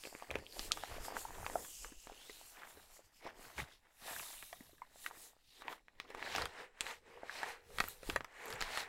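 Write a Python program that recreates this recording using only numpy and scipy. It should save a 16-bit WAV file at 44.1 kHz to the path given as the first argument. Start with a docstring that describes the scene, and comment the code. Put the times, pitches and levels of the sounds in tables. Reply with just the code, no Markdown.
"""A thin, soft plastic film bag with a keyboard inside is handled by gloved hands, close to a mono microphone.
Over still air, gloves swish along the film as shaped noise; creases snap over as short decaying swings, which
a table top and a small quiet room answer. The film drags over the keys as gritty noise with lesser pops, and
the sheet pushes air in low lumps with soft thuds. Snaps thin out after the first 1.6 s; from 6.1 s the
keyboard starts to slide out, the scrape grows more even, its case sings, and bright snaps crowd the end."""
import sys
import numpy as np
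from scipy import signal
from scipy.fft import rfft, irfft, next_fast_len
from scipy.io import wavfile
from scipy.ndimage import uniform_filter1d, map_coordinates

SR = 44100
rng = np.random.default_rng(int(sys.argv[2]) if len(sys.argv) > 2 else 0)


def persist_wave(psi):
    """Save psi, clipped to +-1, as 16-bit WAV."""
    counts = np.round(np.clip(psi, -1, 1) * 32767).astype(np.int16)
    wavfile.write(sys.argv[1], SR, np.atleast_2d(counts).T)


N = 391608


def amp(db):
    """Level: converts dB to an amplitude ratio."""
    return 10 ** (np.asarray(db) / 20)


def unit(x):
    """Normalization: scales a signal to rms 1."""
    return x / np.sqrt(np.mean(x ** 2) + 1e-20)


def along(points, hz):
    """Interpolation of (f/Hz, value) points on a logarithmic frequency axis."""
    f, value = np.transpose(points)
    return np.interp(np.log(hz + 1), np.log(f + 1), value)


def curves(rows):
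    """Linear interpolation in time: one value per sample for each column after t/s."""
    s, *columns = np.transpose(rows)
    return [np.interp(np.arange(N) / SR, s, column) for column in columns]


def wobble(rate):
    """Slow random modulation: a smooth curve through rate random knots a second."""
    knots = rng.standard_normal(int(N * rate / SR) + 4)
    return map_coordinates(knots, [np.arange(N) * rate / SR])


def filtered(x, response):
    """Linear filtering: multiplies the spectrum of x by a response of frequency."""
    m = next_fast_len(N + SR // 2)
    return irfft(rfft(x, m) * response(np.fft.rfftfreq(m, 1 / SR)), m)[..., :N]


def friction(spectrum, patchy_db, grit_db, grit_rate):
    """Dry friction: many tiny slips of uneven strength, in drifting patches of colour, as noise of rms 1."""
    slips = rng.standard_normal(N) * amp(grit_db * np.clip(wobble(grit_rate), -2, 2))
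    z = signal.stft(slips, nperseg=512)[2]
    across_bins = uniform_filter1d(rng.standard_normal(z.shape), 10, 0)
    colour = unit(uniform_filter1d(across_bins, 12, 1))
    patches = signal.istft(z * amp(patchy_db * colour), nperseg=512)[1][:N]
    return unit(filtered(patches, lambda hz: amp(along(spectrum, hz))))


def moving_resonance(x, path, lift_db, octaves):
    """Resonance: a band around a moving centre frequency is lifted, and the rms returned to 1."""
    hz, t, z = signal.stft(x, SR, nperseg=512)
    centre_hz = np.interp(t, *np.transpose(path))
    away = np.log2((hz[:, None] + 1) / centre_hz) / octaves
    return unit(signal.istft(z * amp(lift_db * np.exp(-away ** 2)), SR, nperseg=512)[1][:N])


# a stroke is STROKE_DB down one rise before or one fall after its peak
STROKE_DB, STROKE_SHAPE = 20, 1.5


def strokes(rows, rest_db):
    """Power addition: overlapping strokes and the resting level sum in power, for each of two layers, in dB."""
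    s, db, over_db, rise, fall = np.transpose(rows)[..., None]
    t = np.arange(0, N + 64, 64) / SR
    distance = np.where(t < s, (s - t) / rise, (t - s) / fall)
    fade_db = STROKE_DB * distance ** STROKE_SHAPE
    levels = []
    for peak_db, rest in zip((db, db + over_db), rest_db):
        power = np.sum(amp(peak_db - fade_db) ** 2, 0) + amp(rest) ** 2
        levels.append(np.interp(np.arange(N) / SR, t, 10 * np.log10(power)))
    return levels


# a second pitch, as a ratio: above the first on broad (low) facets, below it on narrow (high) ones
NARROW_HZ, ABOVE, BELOW, SECOND_DB = 1522, 1.828, 0.616, -13


def pops(rows, count):
    """Snap-through buckling: a facet swings a few cycles at two pitches and sets off count smaller facets."""
    s, db, hz, ms, crack_db = np.transpose(rows)[..., None]
    ratio = np.where(hz < NARROW_HZ, ABOVE, BELOW)
    second_hz = hz * ratio * np.exp(0.13 * rng.standard_normal((len(s), 1)))
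    t = np.arange(500) / SR
    phase = rng.uniform(0, 2 * np.pi, (len(s), 2, 1))
    life = np.clip(ms, .3, 6) * 0.00029  # s; the swing peaks nearly a third of the length in
    swing = t / life * np.exp(-t / life)
    # the facet's pitch is set a little off, up or down at random
    detune = 0.22 * t / life * np.sin(phase[:, 1])
    first = np.sin(2 * np.pi * hz * t + detune)
    second = amp(SECOND_DB) * np.sin(2 * np.pi * second_hz * t + phase[:, 0])
    body = (first + second) * swing
    body = body / np.abs(body).max(1, keepdims=True)
    crack = 0
    for low_hz in np.geomspace(1000, 13500, num=count):
        draw = rng.uniform(size=(len(s), 3, 1))
        f = low_hz * (1 + 0.36 * draw[:, 0])
        late = 0.00315 * draw[:, 1] ** 2 * (2000 / f) ** 0.907  # s; high facets tend to go first
        age = np.clip(t - late, 0, None) / life * (f / 3000) ** .35
        ring = np.sqrt(age) * np.exp(-age) * np.sin(2 * np.pi * (f * t + draw[:, 2]))
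        crack = crack + amp(-4 * np.log2(f / 5000)) * ring
    at = np.round(s * SR).astype(int) + np.arange(len(t))
    sound = amp(db) * (body + amp(crack_db - 9.5) * crack)
    return np.bincount(at.ravel(), sound.ravel(), N + SR)[:N]


def small_pops(drive_db, mean_hz, over_db, count):
    """Random buckling: lesser creases pop at chance times, their level following the driving motion."""
    draw = rng.standard_normal((count, 3))
    chance = rng.uniform(size=(count, 2))
    s = chance[:, 0] * N / SR
    extra_db = over_db - 3.5 * np.log(1 - .9 * chance[:, 1])
    db = drive_db[(s * SR).astype(int)] + extra_db
    hz = mean_hz * np.exp(0.445 * draw[:, 0])
    ms = 1.78 * np.exp(0.15 * draw[:, 1])
    crack_db = -18 + 4 * draw[:, 2]
    return pops(np.transpose([s, db, hz, ms, crack_db]), count=5)


# spectrum of the still air: f/Hz, relative density level/dB
QUIET_SPECTRUM = [(20, 18), (80, -7), (300, -3.5), (1000, -50), (3000, -39.5), (16000, -70)]


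def still_air():
    """Background noise: a steady, mostly low random pressure under everything."""
    return amp(-74.5) * friction(QUIET_SPECTRUM, patchy_db=1, grit_db=2.5, grit_rate=5.4)


# slides of a glove along the film:
# peak t/s, fine hiss level/dB, swish level over the hiss/dB, rise t/s, fall t/s
GLOVE_SLIDES = [(0.0, -61, -3, 0.03, 0.45), (0.06, -65.5, 6.5, 0.05, 0.069),
                (0.35, -75.5, 8.5, 0.084, 0.23), (0.651, -56, 3, 0.2, 0.069), (0.747, -62, 3.5, 0.03, 0.72),
                (1.059, -54, -4, 0.057, 0.062), (1.19, -52, -7, 0.052, 0.12), (1.6, -59, -10, 0.55, 0.4),
                (1.83, -55.5, -7.5, 0.52, 0.16), (2.03, -63, -2, 0.13, 0.11), (2.33, -64, 4, 0.47, 0.3),
                (2.48, -65, -6, .15, 0.19), (2.7, -67.5, -1, .1, .1), (2.83, -72, 3.5, 0.17, 0.13),
                (2.96, -63, -6.5, 0.11, 0.067), (3.055, -72.5, -3.5, .05, 0.059),
                (3.17, -71.5, 1, 0.069, 0.1), (3.27, -79, 17, 0.046, 0.044), (3.429, -66, 0.5, 0.096, 0.25),
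                (3.568, -82, 10, 0.36, 0.21), (3.598, -59.5, 7.5, 0.05, 0.059),
                (3.727, -77.5, 12, 0.099, 0.074), (4.08, -64.5, 12, 0.083, 0.1),
                (4.154, -56.5, 0.5, 0.18, 0.55), (4.652, -81.5, 7.5, 0.04, 0.25),
                (5.068, -59.5, -0.5, 0.15, 0.044), (5.236, -61, -2, 0.16, 0.095),
                (5.619, -72, 8.5, 0.24, 0.026), (5.718, -67.5, 3, 0.068, 0.068),
                (6.019, -85, 18, 0.034, 0.06), (6.35, -61.5, 8.5, 0.22, 0.19),
                (6.389, -59.5, 9.5, 0.17, 0.072), (6.608, -71, 8.5, 0.11, 0.073),
                (6.88, -59.5, 4, 0.092, 0.11), (7.09, -80, 6.5, 0.079, 0.29),
                (7.367, -62.5, 8.5, 0.13, 0.18), (7.49, -61.5, 6, 0.058, 0.083), (7.834, -62, 2, 0.19, 0.2),
                (7.9, -61, -2, 0.05, 0.056), (8.09, -60, 4, 0.093, 0.11), (8.516, -62, 0, 0.21, 0.08),
                (8.62, -60, 9, 0.032, 0.1), (8.8, -55, 8.5, 0.16, 0.059)]
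SLIDE_REST_DB = (-91.5, -85.5)  # hiss and swish with the hands at rest
# spectra of the swish, the fine hiss and the finest hiss: f/Hz, relative density level/dB
SWISH_SPECTRUM = [(1500, -14.5), (2800, 0), (4000, -3.5), (5300, -2.5), (6500, -10.5), (9000, -33.5)]
HISS_SPECTRUM = [(3500, -23), (5500, -7.5), (7600, -0.5), (9500, -10.5), (12000, -20.5), (16000, -34)]
SHEEN_SPECTRUM = [(6000, -26.5), (9000, -9.5), (12000, -8.5), (14500, -12.5), (16000, -16)]
# resonance of the pocket of air between glove and film: t/s, f/Hz
POCKET_PATH = [(.55, 4700), (.8, 3500), (1.05, 5150), (1.252, 4440), (1.8, 2870), (2.15, 2730), (2.3, 3900),
               (2.5, 4380), (2.65, 3520), (3.27, 5400), (3.6, 3700), (8.88, 4100)]
# the finest hiss relative to the fine hiss: t/s, level/dB
SHEEN_OVER_HISS = [(0, -3), (.65, 1.5), (1.2, -1), (1.65, 1), (1.9, -8), (2.1, -4), (2.3, 0), (2.8, 5.5),
                   (2.96, -3.5), (3.3, 0), (4.2, 6), (5.7, 0.5), (6.3, -5.5), (7.5, -3), (7.9, 5.5),
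                   (8.3, -4.5), (8.88, -2)]


def gloves():
    """Sliding friction: smooth rubber on smooth film gives fine, even noise, coloured by a pocket of air."""
    hiss_db, swish_db = strokes(GLOVE_SLIDES, SLIDE_REST_DB)
    rubbing = friction(SWISH_SPECTRUM, patchy_db=1.7, grit_db=2.0, grit_rate=300)
    swish = amp(swish_db) * moving_resonance(rubbing, POCKET_PATH, lift_db=6.5, octaves=.15)
    hiss = amp(hiss_db) * friction(HISS_SPECTRUM, patchy_db=1.9, grit_db=2.0, grit_rate=670)
    sheen_db = hiss_db + curves(SHEEN_OVER_HISS)[0]
    sheen = amp(sheen_db) * friction(SHEEN_SPECTRUM, patchy_db=1.9, grit_db=1.0, grit_rate=640)
    # tiny creases under the finger tips
    nicks = small_pops(hiss_db, mean_hz=7000, over_db=6.5, count=90)
    return swish + hiss + nicks + sheen


# film over the keys: peak t/s, scrape level/dB, hollow level over the scrape/dB, rise t/s, fall t/s
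FILM_DRAGS = [(0.059, -60, -2, 0.045, 0.043), (0.235, -63, -2.5, 0.31, 0.19), (0.327, -58, 4, 0.049, 0.21),
              (0.594, -61.5, 3.5, 0.11, 0.59), (0.971, -53, -6, 0.25, 0.042),
              (1.172, -54.5, 0, 0.35, 0.042), (1.438, -57, -4, 0.83, 0.29), (1.562, -59, 5.5, 0.072, 0.142),
              (1.845, -64, -1.5, 0.042, 0.16), (2.096, -66.5, -5.5, 0.1, 0.95),
              (2.6, -56, -11.5, 0.1, 0.19), (2.7, -70, -12, 0.11, 0.65), (2.775, -67, 1, 0.048, 0.05),
              (2.991, -72, -7, 0.53, 0.11), (3.27, -53, -2, 0.065, 0.067), (3.39, -65, 6, 0.11, 0.12),
              (3.47, -59.5, -15, 0.096, 0.092), (3.593, -42, -7, 0.024, 0.04),
              (3.676, -63.5, -9, 0.54, 0.12), (3.857, -69, -10, 0.055, 0.13),
              (4.078, -52.5, -17.5, 0.098, 0.38), (4.531, -70, -3, 0.041, 0.33),
              (4.829, -70.5, -24, 0.043, 0.39), (5.106, -63, -5, 0.15, 0.3),
              (5.716, -53.5, -5.5, 0.16, 0.083), (6.013, -74, -3, 0.04, 0.037),
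              (6.41, -44.5, -4.5, 0.34, 0.074), (6.609, -53, -0.5, 0.23, 0.089),
              (6.904, -48.5, -5, 0.15, 0.077), (7.088, -64.5, 5.5, 0.081, 0.91),
              (7.466, -47, -9, 0.27, 0.13), (7.823, -57, 0.5, 0.15, 0.19), (8.112, -56, -2, 0.11, 0.16),
              (8.477, -51.5, -4, 0.23, 1), (8.8, -45.5, -21, 0.24, 0.082)]
DRAG_REST_DB = (-96.5, -91)  # scrape and hollow layers with the hands at rest
# spectra of loose film folding, film scraping keys, hollow rustle and
# the air in the keyboard case: f/Hz, relative density level/dB
CRUMPLE_SPECTRUM = [(350, -20), (600, 3.5), (850, 4.5), (1400, -5.5), (2200, -3.5), (3500, -7),
                    (8000, -22.5)]
SCRAPE_SPECTRUM = [(350, -15.5), (650, -2), (850, 2), (1250, -3.5), (1900, 1.5), (2900, -7.5), (4500, -22),
                   (9000, -23), (16000, -55)]
HOLLOW_SPECTRUM = [(120, -33.5), (220, -6.5), (320, -0.5), (480, 2), (620, -7), (800, -6.5), (1200, -50)]
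CASE_SPECTRUM = [(250, -56), (400, -13.5), (480, -7.5), (550, -16), (750, -52.5)]
# resonance of the bulge of slack film as it crumples: t/s, f/Hz
BULGE_PATH = [(0, 2200), (.8, 1700), (1.3, 900), (2.4, 1465), (3.0, 1400), (3.27, 2300), (3.36, 746),
              (3.55, 2100), (4.051, 1790), (6.2, 1880)]
# how far the keyboard slides rather than the film crumples: t/s, share/(0 to 1)
SLIDING_SHARE = [(0, 0.37), (6.1, 0.3), (6.5, 0.95), (8.88, 0.95)]


def drag():
    """Friction and cavity resonance: film crumples in lumps; with sliding it scrapes evenly and the case sings."""
    scrape_db, hollow_db = strokes(FILM_DRAGS, DRAG_REST_DB)
    share = np.clip(curves(SLIDING_SHARE)[0], 0, 1)
    loose = np.sqrt(1 - share)
    folding = friction(CRUMPLE_SPECTRUM, patchy_db=1.5, grit_db=4.5, grit_rate=110)
    crumple = .8 * loose * moving_resonance(folding, BULGE_PATH, lift_db=9, octaves=.16)
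    scrape = np.sqrt(share) * friction(SCRAPE_SPECTRUM, patchy_db=1, grit_db=1.0, grit_rate=250)
    rustle = loose * friction(HOLLOW_SPECTRUM, patchy_db=1.5, grit_db=3, grit_rate=90)
    singing = .75 * share ** 2 * friction(CASE_SPECTRUM, patchy_db=1.5, grit_db=3.5, grit_rate=14)
    crinkle = small_pops(scrape_db - 5 * share, mean_hz=1223, over_db=6.5, count=1000)
    ticks = small_pops(hollow_db - 6 * share, mean_hz=600, over_db=6, count=300)
    return amp(scrape_db) * (crumple + scrape) + amp(hollow_db) * (rustle + singing) + crinkle + ticks


# creases that snap over, some on two facets at once:
# t/s, peak level of the swing/dB, f/Hz, length/ms (held to 0.3-6), relative level of the bright crack/dB
CREASE_SNAPS = [(.0373,-34,2530,0.44,-14),(.0374,-53,500,3.5,-30),(.0524,-37,2530,1.7,-5),(.0525,-43.5,450,4.4,-30),(.0716,-40.5,476,2.1,0),(.1269,-43,776,2.4,-17),
                (.1504,-38.5,2140,1.5,-21),(.1505,-38.5,460,2.1,-24),(.199,-47,2030,1.2,-15),(.2074,-49,2440,2.4,-15),(.2233,-34.5,880,2.1,-8.5),(.298,-42,610,2.9,-32),
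                (.3055,-30,2440,2.2,-12),(.3114,-35,596,3.1,-34),(.3115,-27.5,3080,0.24,6.5),(.3413,-37,2113,1.6,-16),(.3554,-27,2400,1.5,-5),(.3555,-28,503,3.6,-28),
                (.3676,-42,850,3.2,-23),(.3859,-46,408,2.1,6),(.424,-47,503,4,-30),(.4655,-38.5,3060,1,-29),(.5248,-39.5,4330,1.1,-22),
                (.568,-44,550,4.9,-30),(.5939,-23,4830,0.27,-2),(.711,-37,1316,6.7,-36.5),(.7192,-14.5,3900,0.44,-23.5),(.7193,-17,7340,0.29,-14),(.7726,-39,800,2.5,2),
                (.8359,-31,770,3.7,-7.5),(.9131,-39.5,650,3.3,-25),(.923,-43,796,2.5,-8),(.982,-38,656,3.8,-33),(1.0505,-41,1300,2.2,-15),(1.0825,-32.5,780,3.1,-27),(1.0928,-48,1300,1.8,-20),(1.1042,-38,950,2.4,-22),(1.1225,-38,800,3.3,-10),
                (1.1666,-28,1527,2.35,-16),(1.1667,-31,915,4,-22),
                (1.2512,-35,880,6.9,-35),(1.3065,-38.5,790,2.2,-24),(1.3828,-39.5,820,2.3,-16.5),(1.403,-44,700,3,-25),(1.4293,-38.5,800,3.9,-17.5),
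                (1.4452,-40,1380,3.2,-22),(1.4645,-27.5,1110,1.6,-5),(1.4646,-33.5,2520,0.74,-8),(1.4988,-32.5,770,1.46,-5),(1.5287,-46,700,3,-25),(1.5558,-22,690,4.2,-50),(1.573,-43,805,3,-30),(1.59,-47,1000,3.5,-30),
                (1.647,-49.5,2740,3.6,5.5),(1.8461,-35.5,1370,1.2,-1.5),(1.9205,-48.5,292,6.7,-5),(2.0712,-38,860,0.76,-0.5),(2.0974,-40,730,3.4,-34),
                (2.1195,-46,464,4.2,-27),(2.296,-45,420,12,-26),(2.2961,-43,2100,3.8,-2),(2.4128,-49.5,830,2.9,-21),(2.6336,-38.5,1650,1.4,-28),(2.7719,-51,430,6.8,-40),(2.772,-56,1580,4.7,-30),
                (2.9922,-48.5,590,4.1,-34),(3.2644,-38,940,4.5,-29),(3.2714,-38,695,3,-25),(3.5794,-38,2270,5.9,-0.5),
                (3.5896,-41,2110,4.2,-15),(3.6017,-30,2100,1.4,-10),(3.6397,-46,1510,2.2,-17),(4.0807,-38.5,806,3.6,-13),
                (4.1633,-35,1690,2.3,-25),(4.184,-57,1210,1.7,-20),(4.1954,-35.5,2680,1.7,-1),(4.253,-50,1100,2,-12),(4.332,-46,1200,1,-15),(4.4261,-33.5,1890,0.43,-1),(4.5281,-40.5,715,8,-2),(4.5282,-41.5,2040,1.6,-5),
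                (4.6068,-48,268,5.8,-27),(4.6069,-49.5,1884,2.2,-20),(4.6927,-58,665,6,-6),(4.7307,-55,367.5,6.8,-13),(4.75,-60,1670,1.5,-2),(4.7804,-62.5,1650,4,4),(4.8187,-35.5,980,5,-23),(4.9578,-50,653,3.3,-7),(5.044,-50,1860,5,-3),(5.0629,-33,1950,2.1,-2),(5.063,-32.5,2840,1.5,2.5),
                (5.111,-38.5,880,2,-25),(5.3325,-58,754,3.1,-19),(5.366,-56.5,686,1.8,-19),(5.6208,-38.5,1180,1.15,-1),(5.6815,-32,960,4.2,-34),(5.6816,-27.5,2000,0.61,-34),(5.7272,-41.5,1430,2,3.5),
                (5.8832,-43,1920,0.95,-13),(6.0004,-38.5,1970,1.37,5),(6.0005,-29.5,3400,0.38,-11),(6.1023,-44.5,467,6.6,-0.5),(6.1234,-50,1880,3.9,-30),
                (6.1484,-31.5,970,1.3,-6),(6.2265,-27.5,1920,0.87,-14),(6.2632,-32,1730,1.6,-25),(6.3498,-31,770,5.1,-1.5),(6.3499,-34,2620,2.3,-10),
                (6.3618,-24,4800,.65,4.5),(6.3824,-27.5,1300,1.5,-1),(6.412,-37,1600,3,-16),(6.42,-34,4370,1.6,8),
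                (6.4554,-28.5,1980,1.8,3),(6.4555,-37.5,3140,2,3),(6.8083,-23.5,3340,0.45,3),(6.8084,-22,7560,0.35,-4),(6.8666,-28.5,2240,0.75,-19),(6.911,-45,2110,1.7,10),
                (7.1745,-45.5,952,2.6,-30),(7.2331,-34,720,2.5,-36),(7.2956,-30,1730,2.2,-21),(7.4311,-29.5,850,3.7,-4),(7.4312,-33,1710,3,-23),
                (7.7038,-49,666,2,-4),(7.7852,-39,1850,2,11),(7.7853,-30,2980,0.72,0),(7.803,-15,2000,0.74,1.5),(7.84,-27,1390,0.76,-4),(7.8789,-41,1400,4,-12),
                (7.885,-31,14000,1.5,-8),(8.0307,-43.5,554,3.8,1),(8.0908,-34.5,375,5.4,-32),(8.0987,-27,2670,0.94,6),
                (8.1602,-25,1860,4,0.5),(8.1603,-25.5,590,3.6,-30),(8.2076,-26.5,1580,0.46,-14),(8.2453,-40.5,935,1.7,6.5),(8.415,-53,11000,0.32,-7),
                (8.457,-39.5,12400,0.89,4),(8.482,-38,7600,0.65,1),(8.504,-41,11460,0.67,11),(8.5265,-35.5,4330,0.88,5.5),
                (8.537,-41,11600,0.45,7),(8.556,-44,7500,.8,-6),(8.6073,-33.5,7170,1.2,5),(8.6074,-37,2560,2.8,-17),(8.6135,-26,4340,0.68,0.5),
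                (8.6237,-24.5,1800,1.4,3),(8.7738,-27,2040,0.91,7.5)]


def crease_snaps():
    """Snap-through buckling: each larger crease flips over with a short pop and a bright crack."""
    return pops(CREASE_SNAPS, count=18)


# reverberation time of the room: f/Hz, T60/s
ROOM_T60 = [(300, 0.076), (2000, 0.064), (10000, 0.076)]


def room(x):
    """Reflection and reverberation: a short tail, shortest near 2 kHz, and a dull bounce off the table."""
    hz, t, z = signal.stft(rng.standard_normal(SR // 4), SR, nperseg=256)
    decay = amp(-60 * t / along(ROOM_T60, hz)[:, None])
    tail = signal.istft(z * decay, SR, nperseg=256)[1]
    delayed = np.pad(x, (90, 0))  # samples, about 2 ms
    late = signal.fftconvolve(delayed, tail / np.linalg.norm(tail))[:N]
    # delayed by 12 ms, first-order low-pass at 5 kHz
    table = filtered(x, lambda f: np.exp(-2j * np.pi * f * 0.012) / (1 + 1j * f / 5000))
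    return amp(-10.0) * late + amp(-24) * table


# heaves of the sheet and its load:
# peak t/s, push level/dB, thud level over the push/dB, rise t/s, fall t/s
SHEET_HEAVES = [(0.33, -60, 3, 0.051, 0.16), (0.61, -55, -15.5, 0.074, 0.091),
                (0.79, -58.5, 0, 0.29, 0.094), (0.917, -49.5, -9, 0.042, 0.21), (1.0, -58, 0, 0.043, 0.046),
                (1.15, -51, -13.5, 0.055, 0.2), (1.32, -50, -7.5, 0.058, 0.33),
                (1.55, -60, -3, 0.073, 0.078), (1.873, -52, -21, 0.11, 0.2), (2.07, -68, -28, 0.033, 0.55),
                (3.461, -65, 1.5, 0.21, 0.074), (3.602, -64, 16, 0.045, 0.043), (4.191, -76, 8, 0.11, 0.09),
                (4.336, -75.5, 3.5, 0.04, 0.64), (6.454, -60, 7.5, 0.23, 0.05),
                (6.825, -72.5, -0.5, 0.046, 0.38), (7.793, -52, -5, 0.14, 0.19),
                (8.097, -48.5, 3.5, 0.073, 0.13), (8.54, -63.5, 10.5, 0.025, 0.061),
                (8.631, -56.5, -4, 0.13, 0.12)]
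HEAVE_REST_DB = (-76.5, -82.5)  # push and thud with the hands at rest
# spectra of the pushed air and of the load shifting in the hands: f/Hz, relative density level/dB
PUSH_SPECTRUM = [(10, 5), (25, 12), (45, 2), (65, -16.5), (110, -54.5)]
THUD_SPECTRUM = [(35, -33.5), (65, 4.5), (100, -2), (160, -8.5), (260, -17.5), (500, -38.5)]


def flex():
    """Air displacement: the moving sheet pushes slow lumps of air, and the load shifts with soft thuds."""
    push_db, thud_db = strokes(SHEET_HEAVES, HEAVE_REST_DB)
    push = amp(push_db) * friction(PUSH_SPECTRUM, patchy_db=1.5, grit_db=4.0, grit_rate=37)
    thud = amp(thud_db) * friction(THUD_SPECTRUM, patchy_db=-4, grit_db=-1.0, grit_rate=28)
    return push + thud


def scene():
    """Superposition: snaps with their echoes over the rubbing and the still air, alike in both channels."""
    snaps = crease_snaps()
    mono = still_air() + gloves() + drag() + snaps + room(snaps) + flex()
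    return np.array([mono, mono])


def record(dry):
    """Band limitation: nothing is kept from 15.8 kHz upward."""
    return filtered(dry, lambda hz: hz < 15800)


dry = scene()
out = record(dry)
persist_wave(out)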